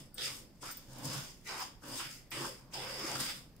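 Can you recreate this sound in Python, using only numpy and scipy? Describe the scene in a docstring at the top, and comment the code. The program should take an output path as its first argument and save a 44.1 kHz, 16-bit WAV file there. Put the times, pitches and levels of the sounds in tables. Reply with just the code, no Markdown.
"""A small kitchen, close to the hob, on a stereo microphone over quiet room tone.
A wooden spatula stirs moist roasting semolina in a nonstick pan. Each stroke crushes grains
under the blade: the friction hisses, rings blade and pan, and makes the pan hum on the hob.
Hard grains snap, the blade catches, and bangles on the stirring wrist clink now and then."""
import sys
import numpy as np
from scipy import signal
from scipy.fft import rfft, irfft, next_fast_len
from scipy.io import wavfile
from scipy.ndimage import uniform_filter1d

SR = 44100
rng = np.random.default_rng(int(sys.argv[2]) if len(sys.argv) > 2 else 0)


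def generate_wav(sig):
    """Save sig (samples, or channels by samples) to the path in sys.argv[1] as 16-bit PCM at SR."""
    pcm = np.round(np.clip(np.atleast_2d(sig).T, -1, 1) * 32767).astype(np.int16)
    wavfile.write(sys.argv[1], SR, pcm)


N = 158760
FLAT_ABOVE_HZ, CUTOFF_HZ = 15000, 15900
WANDER_DB, WANDER_PER_S = 1.5, 6   # resonances and hiss bands swell as the contact moves


def from_db(db):
    """Amplitude gain of a level in dB."""
    return 10 ** (np.asarray(db) / 20)


def unit_rms(x):
    """The signal scaled to rms 1."""
    return x / np.sqrt(np.mean(x ** 2) + 1e-20)


def at_hz(curve, hz):
    """Reads a curve on a log-frequency axis."""
    points_hz, values = np.transpose(curve)
    return np.interp(np.log(hz + 1), np.log(points_hz), values)


def colour(x, gain):
    """Weights the spectrum by a function of frequency."""
    return irfft(rfft(x) * gain(np.fft.rfftfreq(N, 1 / SR)), N)


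def drift(rate_hz):
    """A smooth random wander of rms about 1."""
    step, settle = 40, 2000
    r = np.exp(-2 * np.pi * step * rate_hz / SR)
    slow = signal.lfilter([1], [1, -2 * r, r * r], rng.standard_normal(N // step + settle + 2))[settle:]
    return np.interp(np.arange(N) / step, np.arange(len(slow)), unit_rms(slow))


def resonance(x, hz, width_hz):
    """A two-pole resonance with gain 1 at its peak."""
    r = np.exp(-np.pi * width_hz / SR)
    poles = [1, -2 * r * np.cos(2 * np.pi * hz / SR), r * r]
    return signal.lfilter(np.array([1, 0, -1]) * (1 - r * r) / 2, poles, x + 1e-18)


# How alike left and right are at the microphone: frequency_hz, correlation
STEREO_LIKENESS = [(25, 0.61), (60, 0.77), (130, 0.97), (300, 0.98), (700, 0.78), (1500, 0.48),
                   (3000, 0.12), (8000, 0.025)]


def stereo_noise():
    """Noise at the two ports, alike in the bass and unlike in the treble."""
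    mid = colour(rng.standard_normal(N), lambda hz: np.sqrt(1 + at_hz(STEREO_LIKENESS, hz)))
    side = colour(rng.standard_normal(N), lambda hz: np.sqrt(1 - at_hz(STEREO_LIKENESS, hz)))
    return np.array([mid + side, mid - side])


# Spectrum of the quiet kitchen: frequency_hz, relative_db
ROOM_SPECTRUM = [(13, -18), (22, 19.5), (70, -2), (211, -4.5), (444, -16), (510, -16.5), (1040, -24),
                 (3420, -32.5), (4140, -32.5), (4890, -26), (5770, -33.5), (8970, -42.5), (11800, -37),
                 (14700, -32.5), (16000, -54)]


def room_tone(level_db=-59, waver_db=.5, bass_cut_hz=45):
    """The kitchen's low steady noise, wavering slightly."""
    def spectrum(hz):
        bass_cut = hz ** 2 / (hz ** 2 + bass_cut_hz ** 2)
        return from_db(at_hz(ROOM_SPECTRUM, np.minimum(hz, FLAT_ABOVE_HZ))) * bass_cut
    noise = unit_rms(colour(stereo_noise(), spectrum))
    return from_db(level_db + waver_db * drift(0.72)) * noise


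def kitchen_reverb(x, t60_s=0.33, wall_cut_hz=41000, bass_cut_hz=527):
    """Near walls return the sound: eight feedback delays a side, duller on every round."""
    size = next_fast_len(N + SR)
    hz, out = np.fft.rfftfreq(size, 1 / SR), []
    dulling, bass_cut = 1 / (1 + 1j * hz / wall_cut_hz), hz / np.hypot(hz, bass_cut_hz)
    for side, lags_s in zip(x, rng.uniform(.012, .035, (2, 8))):
        loops = [from_db(-60 * lag / t60_s) * dulling * np.exp(-2j * np.pi * hz * lag) for lag in lags_s]
        echoes = sum((-1) ** k * loop / (1 - loop) for k, loop in enumerate(loops))
        out.append(irfft(rfft(side, size) * bass_cut * echoes, size)[:N])
    return np.array(out)


# Modes of a bangle: pitch_hz, relative_db, t60_s
BANGLE_MODES = [(8425, -1, .1), (9146, -1, .055), (13600, -14, .05), (14540, -5, .04), (14690, 0, .048),
                (15190, -10, .04)]
# Clinks at the stirring wrist: start_s, level_db, low_modes_db, top_modes_db
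BANGLE_CLINKS = [(.143, -45, -4, 0), (0.712, -44.5, -6, 0), (0.721, -41, -22, 0), (0.7704, -38, -22, -1.5),
                 (1.6, -48, -16, 0), (2.306, -32, -27, -21)]


def bangles(rise_s=.0003):
    """Thin hard rings touch and ring in a few high modes, reaching each port at its own phase."""
    out, t = np.zeros((2, N)), np.arange(SR // 4) / SR
    attack = 1 - np.exp(-(t / rise_s) ** 2)
    for start_s, level_db, low_db, top_db in BANGLE_CLINKS:
        span = slice(int(start_s * SR), int(start_s * SR) + len(t))
        for hz, mode_db, t60_s in BANGLE_MODES:
            struck_db = level_db + mode_db + low_db * (hz < 10000) + top_db * (hz > 14000)
            tone = np.sin(2 * np.pi * (hz * t + rng.random((2, 1)) / 4))
            out[:, span] += from_db(struck_db - 60 * t / t60_s) * attack * tone
    return out


# Lone hard grains in the pan: start_s, unfiltered_db, lowest_hz
HARD_GRAINS = [(0.1819, -31.5, 1190), (0.9328, -47, 4500), (.985, -43, 6000), (1.055, -37, 4500),
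               (1.4686, -42, 1200), (1.996, -34, 1200), (2.318, -41, 1200), (2.433, -41, 4000),
               (2.7417, -55, 2000), (3.297, -43, 1210), (3.565, -56, 4000)]


def grain_snaps(decay_s=.0015, band_octaves=2.3):
    """Single hard grains snap in a puff of noise; the small ones are brighter."""
    out, noise = np.zeros((2, N)), stereo_noise()
    t = np.arange(SR // 50) / SR
    for start_s, level_db, low_hz in HARD_GRAINS:
        span = slice(int(start_s * SR), int(start_s * SR) + len(t))
        high_hz = min(low_hz * 2 ** band_octaves, CUTOFF_HZ)
        band = signal.butter(2, [low_hz, high_hz], "band", fs=SR, output="sos")
        out[:, span] += signal.sosfilt(band, from_db(level_db) * np.exp(-t / decay_s) * noise[:, span])
    return out


# Modes of the pan, the blade's body and its edge: pitch_hz, width_hz, rubbed_db
PAN_MODES = [(202.5, 12, 0.5), (242.7, 3.8, -7), (276, 15.6, 0.5), (334, 23.5, -2), (402.4, 30, -1),
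             (504.6, 24.4, 4), (556, 23, 5), (581, 64, 4)]
BLADE_BODY_MODES = [(791, 178, 4), (990, 107, -1.5), (1162, 114, -4.5), (1330, 38, -3.5), (1412, 41, -4),
                    (1563, 190, 5.5)]
BLADE_EDGE_MODES = [(1865, 136, 0.5), (2097, 395, -1.5), (2870, 490, -7.5), (3590, 304, 3), (3746, 550, -2)]
# The blade catches on the pan: start_s, level_db, favoured_hz
BLADE_CATCHES = [(.181, -42, 3540), (.629, -43, 1110), (0.687, -44, 1310), (0.702, -53, 1350),
                 (2.403, -37.5, 344), (2.445, -30.5, 1010), (3.04, -36.5, 350), (3.114, -35.5, 810),
                 (3.154, -39, 1290)]


def blade_knocks(focus_db_per_octave=30):
    """Each catch strikes the modes of blade and pan, hardest near its favoured pitch."""
    out = np.zeros(N)
    start_s, level_db, favoured_hz = np.transpose(BLADE_CATCHES)
    for k, (hz, width_hz, _) in enumerate(PAN_MODES + BLADE_BODY_MODES + BLADE_EDGE_MODES):
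        octaves_off = np.abs(np.log2(hz / favoured_hz))
        clicks = np.zeros(N)
        clicks[(start_s * SR).astype(int)] = from_db(level_db - focus_db_per_octave * octaves_off)
        out += (-1) ** k * resonance(clicks, hz, width_hz) * SR / (2 * np.pi * width_hz)
    return out


def friction(grains_per_s=830, size_spread_db=2, grain_s=0.0013, smooth_share=0.49):
    """Grains of all sizes break at random over a smooth rub, while the blade skips."""
    sizes = from_db(size_spread_db * np.minimum(rng.exponential(1, N), 5))
    breaks = sizes * (rng.random(N) < grains_per_s / SR)
    puffs = unit_rms(signal.lfilter([1], [1, -np.exp(-1 / (grain_s * SR))], breaks + 1e-18))
    force = np.sqrt(smooth_share + (1 - smooth_share) * puffs ** 2)
    chatter = from_db(1.5 * drift(rate_hz=55))
    return force * chatter * stereo_noise()


def steadied(ring, hz, share=.6, cycles=6):
    """The push of the blade evens out part of a ring's chance swings."""
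    power = uniform_filter1d(np.mean(ring ** 2, axis=0), size=int(cycles * SR / hz))
    return unit_rms(ring / (np.abs(power) + 1e-6) ** (share / 2))


def ringing(rub, modes, favoured_hz, focus_db_per_octave=26, focus_limit_db=13):
    """A rubbed part answers through its modes; those far from the favoured pitch are held back."""
    out, power = 0, 0
    for k, (hz, width_hz, mode_db) in enumerate(modes):
        held_db = np.minimum(focus_db_per_octave * np.abs(np.log2(hz / favoured_hz)), focus_limit_db)
        gain = from_db(mode_db + WANDER_DB * drift(WANDER_PER_S) - held_db)
        ring = unit_rms(resonance(resonance(rub, hz, 2 * width_hz), hz, 2 * width_hz))
        out += (-1) ** k * gain * steadied(ring, hz)
        power += gain ** 2
    return out / np.sqrt(power)


# Hiss of semolina under the blade: frequency_hz, relative_db
GRIT_SPECTRUM = [(3290, -15), (5600, 4.5), (6450, 4), (8900, 1), (10100, -3), (12200, -2), (15100, -3.5),
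                 (15600, -13)]
# Bands of that hiss, each wandering alone: boundary_hz
GRIT_BANDS = [3000, 7500, 9600, 12500, 17000]


def grit(rub, level_db, finest_above_hz=9000, finest_follows=.75):
    """The hiss of crushed grains shifts in colour band by band; the finest swells least."""
    hiss = unit_rms(colour(rub, lambda hz: from_db(at_hz(GRIT_SPECTRUM, np.minimum(hz, FLAT_ABOVE_HZ)))))
    held_db = (1 - finest_follows) * np.maximum(level_db - np.median(level_db), 0)
    out = np.zeros((2, N))
    for low, high in zip(GRIT_BANDS, GRIT_BANDS[1:]):
        band_db = level_db + WANDER_DB * drift(WANDER_PER_S) - held_db * (low > finest_above_hz)
        out += from_db(band_db) * colour(hiss, lambda hz: (hz > low) & (hz <= high))
    return out


# Modes of the pan's wall and of the pan on the hob: pitch_hz, width_hz, rubbed_db
PAN_WALL_MODES = [(4480, 200, -10), (4790, 190, 1), (5180, 240, 0), (5700, 300, -9)]
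HOB_MODES = [(133, 12, 0)]
# The spatula close up, one list a stroke; the last three columns are favoured pitches:
# time_s, grit_db, wall_db, edge_db, body_db, pan_db, hob_db, edge_hz, body_hz, pan_hz
SPATULA_STROKES = [
    [(0.0, -54, -62, -58, -66, -53, -51, 2880, 1090, 260),
     (0.032, -68, -67, -70, -75, -65, -64, 2790, 1080, 233),
     (0.046, -70, -73, -67, -76, -78, -62.5, 2510, 1080, 224),
     (0.06, -67, -75, -75, -73, -67, -61, 2420, 1050, 228),
     (0.074, -79, -77, -73, -89, -60, -77, 2400, 1030, 235),
     (0.084, -90, -83, -93, -89, -68, -72, 2450, 982, 247),
     (0.124, -90, -92, -92, -75, -73, -83, 2550, 897, 263),
     (0.135, -88, -72, -93, -81, -83, -81, 2530, 900, 249)],
    [(0.172, -58, -68, -63, -70, -70, -75, 3460, 1500, 384),
     (0.182, -55, -53, -42.5, -55, -56, -73, 3660, 1460, 395),
     (0.252, -42, -41, -41.5, -56.5, -55.5, -57, 2780, 1410, 443),
     (0.302, -49.5, -51.5, -51, -56, -59, -59, 2440, 1120, 373),
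     (0.342, -53, -59, -55, -61.5, -62.5, -61, 3000, 1160, 249),
     (0.396, -56, -65, -64, -69, -66.5, -63, 2600, 1080, 350),
     (0.478, -83, -79, -81, -81, -65.5, -89, 2540, 823, 238),
     (0.6, -75, -87, -84, -99, -82, -80, 2470, 853, 256)],
    [(0.616, -55.5, -64, -64.5, -76, -70, -59, 2520, 1110, 287),
     (0.634, -52, -55, -56.5, -49.5, -55.5, -64, 2770, 1060, 312),
     (0.676, -50, -53.5, -52, -53, -60.5, -59, 2450, 1260, 326),
     (0.712, -49, -55, -54.5, -51, -67, -69, 2640, 1250, 306),
     (0.746, -60, -63, -61.5, -81, -68, -73, 2800, 1210, 265),
     (0.79, -59, -62, -62.5, -66, -64, -72, 2700, 1080, 254),
     (0.812, -62.5, -69, -67, -73, -76, -83, 2730, 1040, 264),
     (0.88, -69, -76, -72, -78, -63, -66, 2730, 912, 259)],
    [(0.885, -63.5, -70.5, -68.5, -68, -61, -58.5, 2820, 930, 240),
     (1.028, -55.5, -61, -57.5, -53, -53.5, -51.5, 2820, 960, 252),
     (1.051, -44.5, -49, -56.5, -52, -47, -44, 2830, 950, 264),
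     (1.087, -49.5, -50, -51, -54.5, -51.5, -42, 2900, 1120, 216),
     (1.133, -44.5, -48.5, -51, -49.5, -48.5, -51.5, 2780, 1100, 266),
     (1.169, -48, -56, -49.5, -51, -51.5, -43, 2730, 1300, 203),
     (1.295, -58, -59, -62, -66.5, -65.5, -65.5, 2620, 1010, 230),
     (1.407, -73, -84, -79, -100, -84, -72, 2630, 1020, 220),
     (1.44, -67, -78, -70, -86, -85, -91, 2850, 965, 260)],
    [(1.45, -60, -72, -66, -74, -75, -69, 2250, 1310, 280),
     (1.47, -51, -63, -47, -65, -67, -69, 2200, 1210, 377),
     (1.498, -51, -47.5, -46, -46.5, -56.5, -73, 2540, 1080, 413),
     (1.576, -52, -56, -50.5, -48.5, -55, -66, 2390, 1080, 347),
     (1.626, -44, -44, -48.5, -41.5, -65, -74, 2850, 996, 475),
     (1.686, -65.5, -75, -62.5, -75, -61, -82, 2780, 960, 258),
     (1.786, -95, -85, -83, -73, -89, -85, 2630, 901, 266),
     (1.815, -77, -87, -89, -100, -83, -87, 2480, 869, 223)],
    [(1.822, -65, -74, -80, -62, -78, -86, 2820, 1080, 272),
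     (1.838, -58, -65, -60, -57, -53.5, -61, 2900, 1140, 270),
     (1.95, -46, -47, -53, -53.5, -49, -52.5, 2820, 1000, 274),
     (1.984, -42, -58, -47.5, -58.5, -60, -75, 3280, 1140, 307),
     (2.002, -44.5, -48, -44, -45.5, -58, -75, 2760, 1130, 326),
     (2.072, -54.5, -55.5, -52, -58.5, -62, -55.5, 2570, 1480, 245),
     (2.162, -56, -59.5, -62.5, -70, -68, -67, 2680, 1320, 243),
     (2.298, -91, -96, -82, -99, -81, -76, 2200, 1090, 229)],
    [(2.309, -71, -62, -82, -91, -76, -70, 2270, 1120, 320),
     (2.317, -47, -54.5, -44, -52.5, -62, -63, 2500, 1090, 319),
     (2.365, -48.5, -50.5, -45.5, -52, -47.5, -48, 2710, 1070, 330),
     (2.457, -46, -51, -51, -44.5, -52, -52, 2860, 1040, 350),
     (2.499, -54, -54, -57.5, -71, -52, -66, 2690, 1110, 500),
     (2.609, -70, -74, -71, -69, -74, -65.5, 2500, 1070, 243),
     (2.697, -88, -88, -86, -72, -62, -59, 2390, 1010, 229),
     (2.72, -63, -72, -67, -67, -77, -68, 2130, 1230, 220)],
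    [(2.73, -55, -72, -55, -66, -68, -72, 2880, 926, 349),
     (2.74, -43, -42.5, -47.5, -49.5, -59.5, -63, 2820, 900, 355),
     (2.782, -52, -51, -48, -49.5, -52.5, -54, 2770, 840, 383),
     (2.89, -52.5, -50, -49.5, -50, -51, -57, 2500, 1160, 453),
     (2.936, -52.5, -48, -51.5, -55.5, -53, -63, 2740, 905, 475),
     (3.062, -45, -47.5, -47.5, -48.5, -47.5, -56, 2330, 1240, 326),
     (3.11, -44, -46.5, -46, -45, -52, -53, 2550, 895, 454),
     (3.15, -49, -45.5, -48, -48, -47, -61, 2780, 840, 297)],
    [(3.155, -43.5, -41, -44, -43.5, -48, -44.5, 2700, 1220, 356),
     (3.181, -51, -58, -51.5, -54, -52, -53, 3000, 1190, 272),
     (3.205, -36.5, -43, -41, -46, -48, -44, 3120, 1160, 239),
     (3.271, -45.5, -47.5, -46.5, -54.5, -54.5, -62, 2660, 1100, 244),
     (3.303, -43.5, -43.5, -43, -50.5, -56.5, -59, 2660, 1160, 303),
     (3.339, -57, -61, -55.5, -65, -58, -77, 2960, 1240, 253),
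     (3.363, -52, -56.5, -54, -64.5, -62, -53, 3200, 1240, 223),
     (3.55, -100, -103, -94, -91, -78, -100, 2690, 843, 274)],
]


def stirring(wall_hz=5000):
    """The friction of each stroke sounds as grit and rings through blade, pan and hob."""
    time_s, *columns = np.vstack(SPATULA_STROKES).T
    curves = [np.interp(np.arange(N) / SR, time_s, column) for column in columns]
    grit_db, wall_db, edge_db, body_db, pan_db, hob_db, edge_hz, body_hz, pan_hz = curves
    rub = friction()
    return (grit(rub + friction(), grit_db)
            + from_db(wall_db) * ringing(rub, PAN_WALL_MODES, wall_hz)
            + from_db(edge_db) * ringing(rub, BLADE_EDGE_MODES, edge_hz)
            + from_db(body_db) * ringing(rub, BLADE_BODY_MODES, body_hz)
            + from_db(pan_db) * ringing(rub, PAN_MODES, pan_hz)
            + from_db(hob_db) * ringing(rub, HOB_MODES, HOB_MODES[0][0]))


def scene(reverb_db=-13.5, bangle_send_db=-8):
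    """Pan and wrist up close, the kitchen's reflections and room tone behind them."""
    pan = stirring() + grain_snaps() + blade_knocks()
    wrist = bangles()
    reflections = kitchen_reverb(pan + from_db(bangle_send_db) * wrist)
    return pan + wrist + from_db(reverb_db) * reflections + room_tone()


# Balance of the microphone's two ports: frequency_hz, left_over_right_db
PORT_BALANCE = [(60, -3), (99, 1.5), (160, -2.5), (270, 0), (450, -0.5), (740, -1.5), (1220, -0.5),
                (2010, -1.5), (3330, -5.5), (5500, -0.5), (9080, 12), (15000, -4)]


def record(dry):
    """The microphone's two ports differ most in the treble; the very top is cut steeply."""
    ports = colour(dry, lambda hz: from_db(np.outer([.5, -.5], at_hz(PORT_BALANCE, hz))))
    top_cut = signal.cheby2(22, 70, CUTOFF_HZ + 200, fs=SR, output="sos")
    return signal.sosfilt(top_cut, ports)


dry = scene()
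out = record(dry)
generate_wav(out)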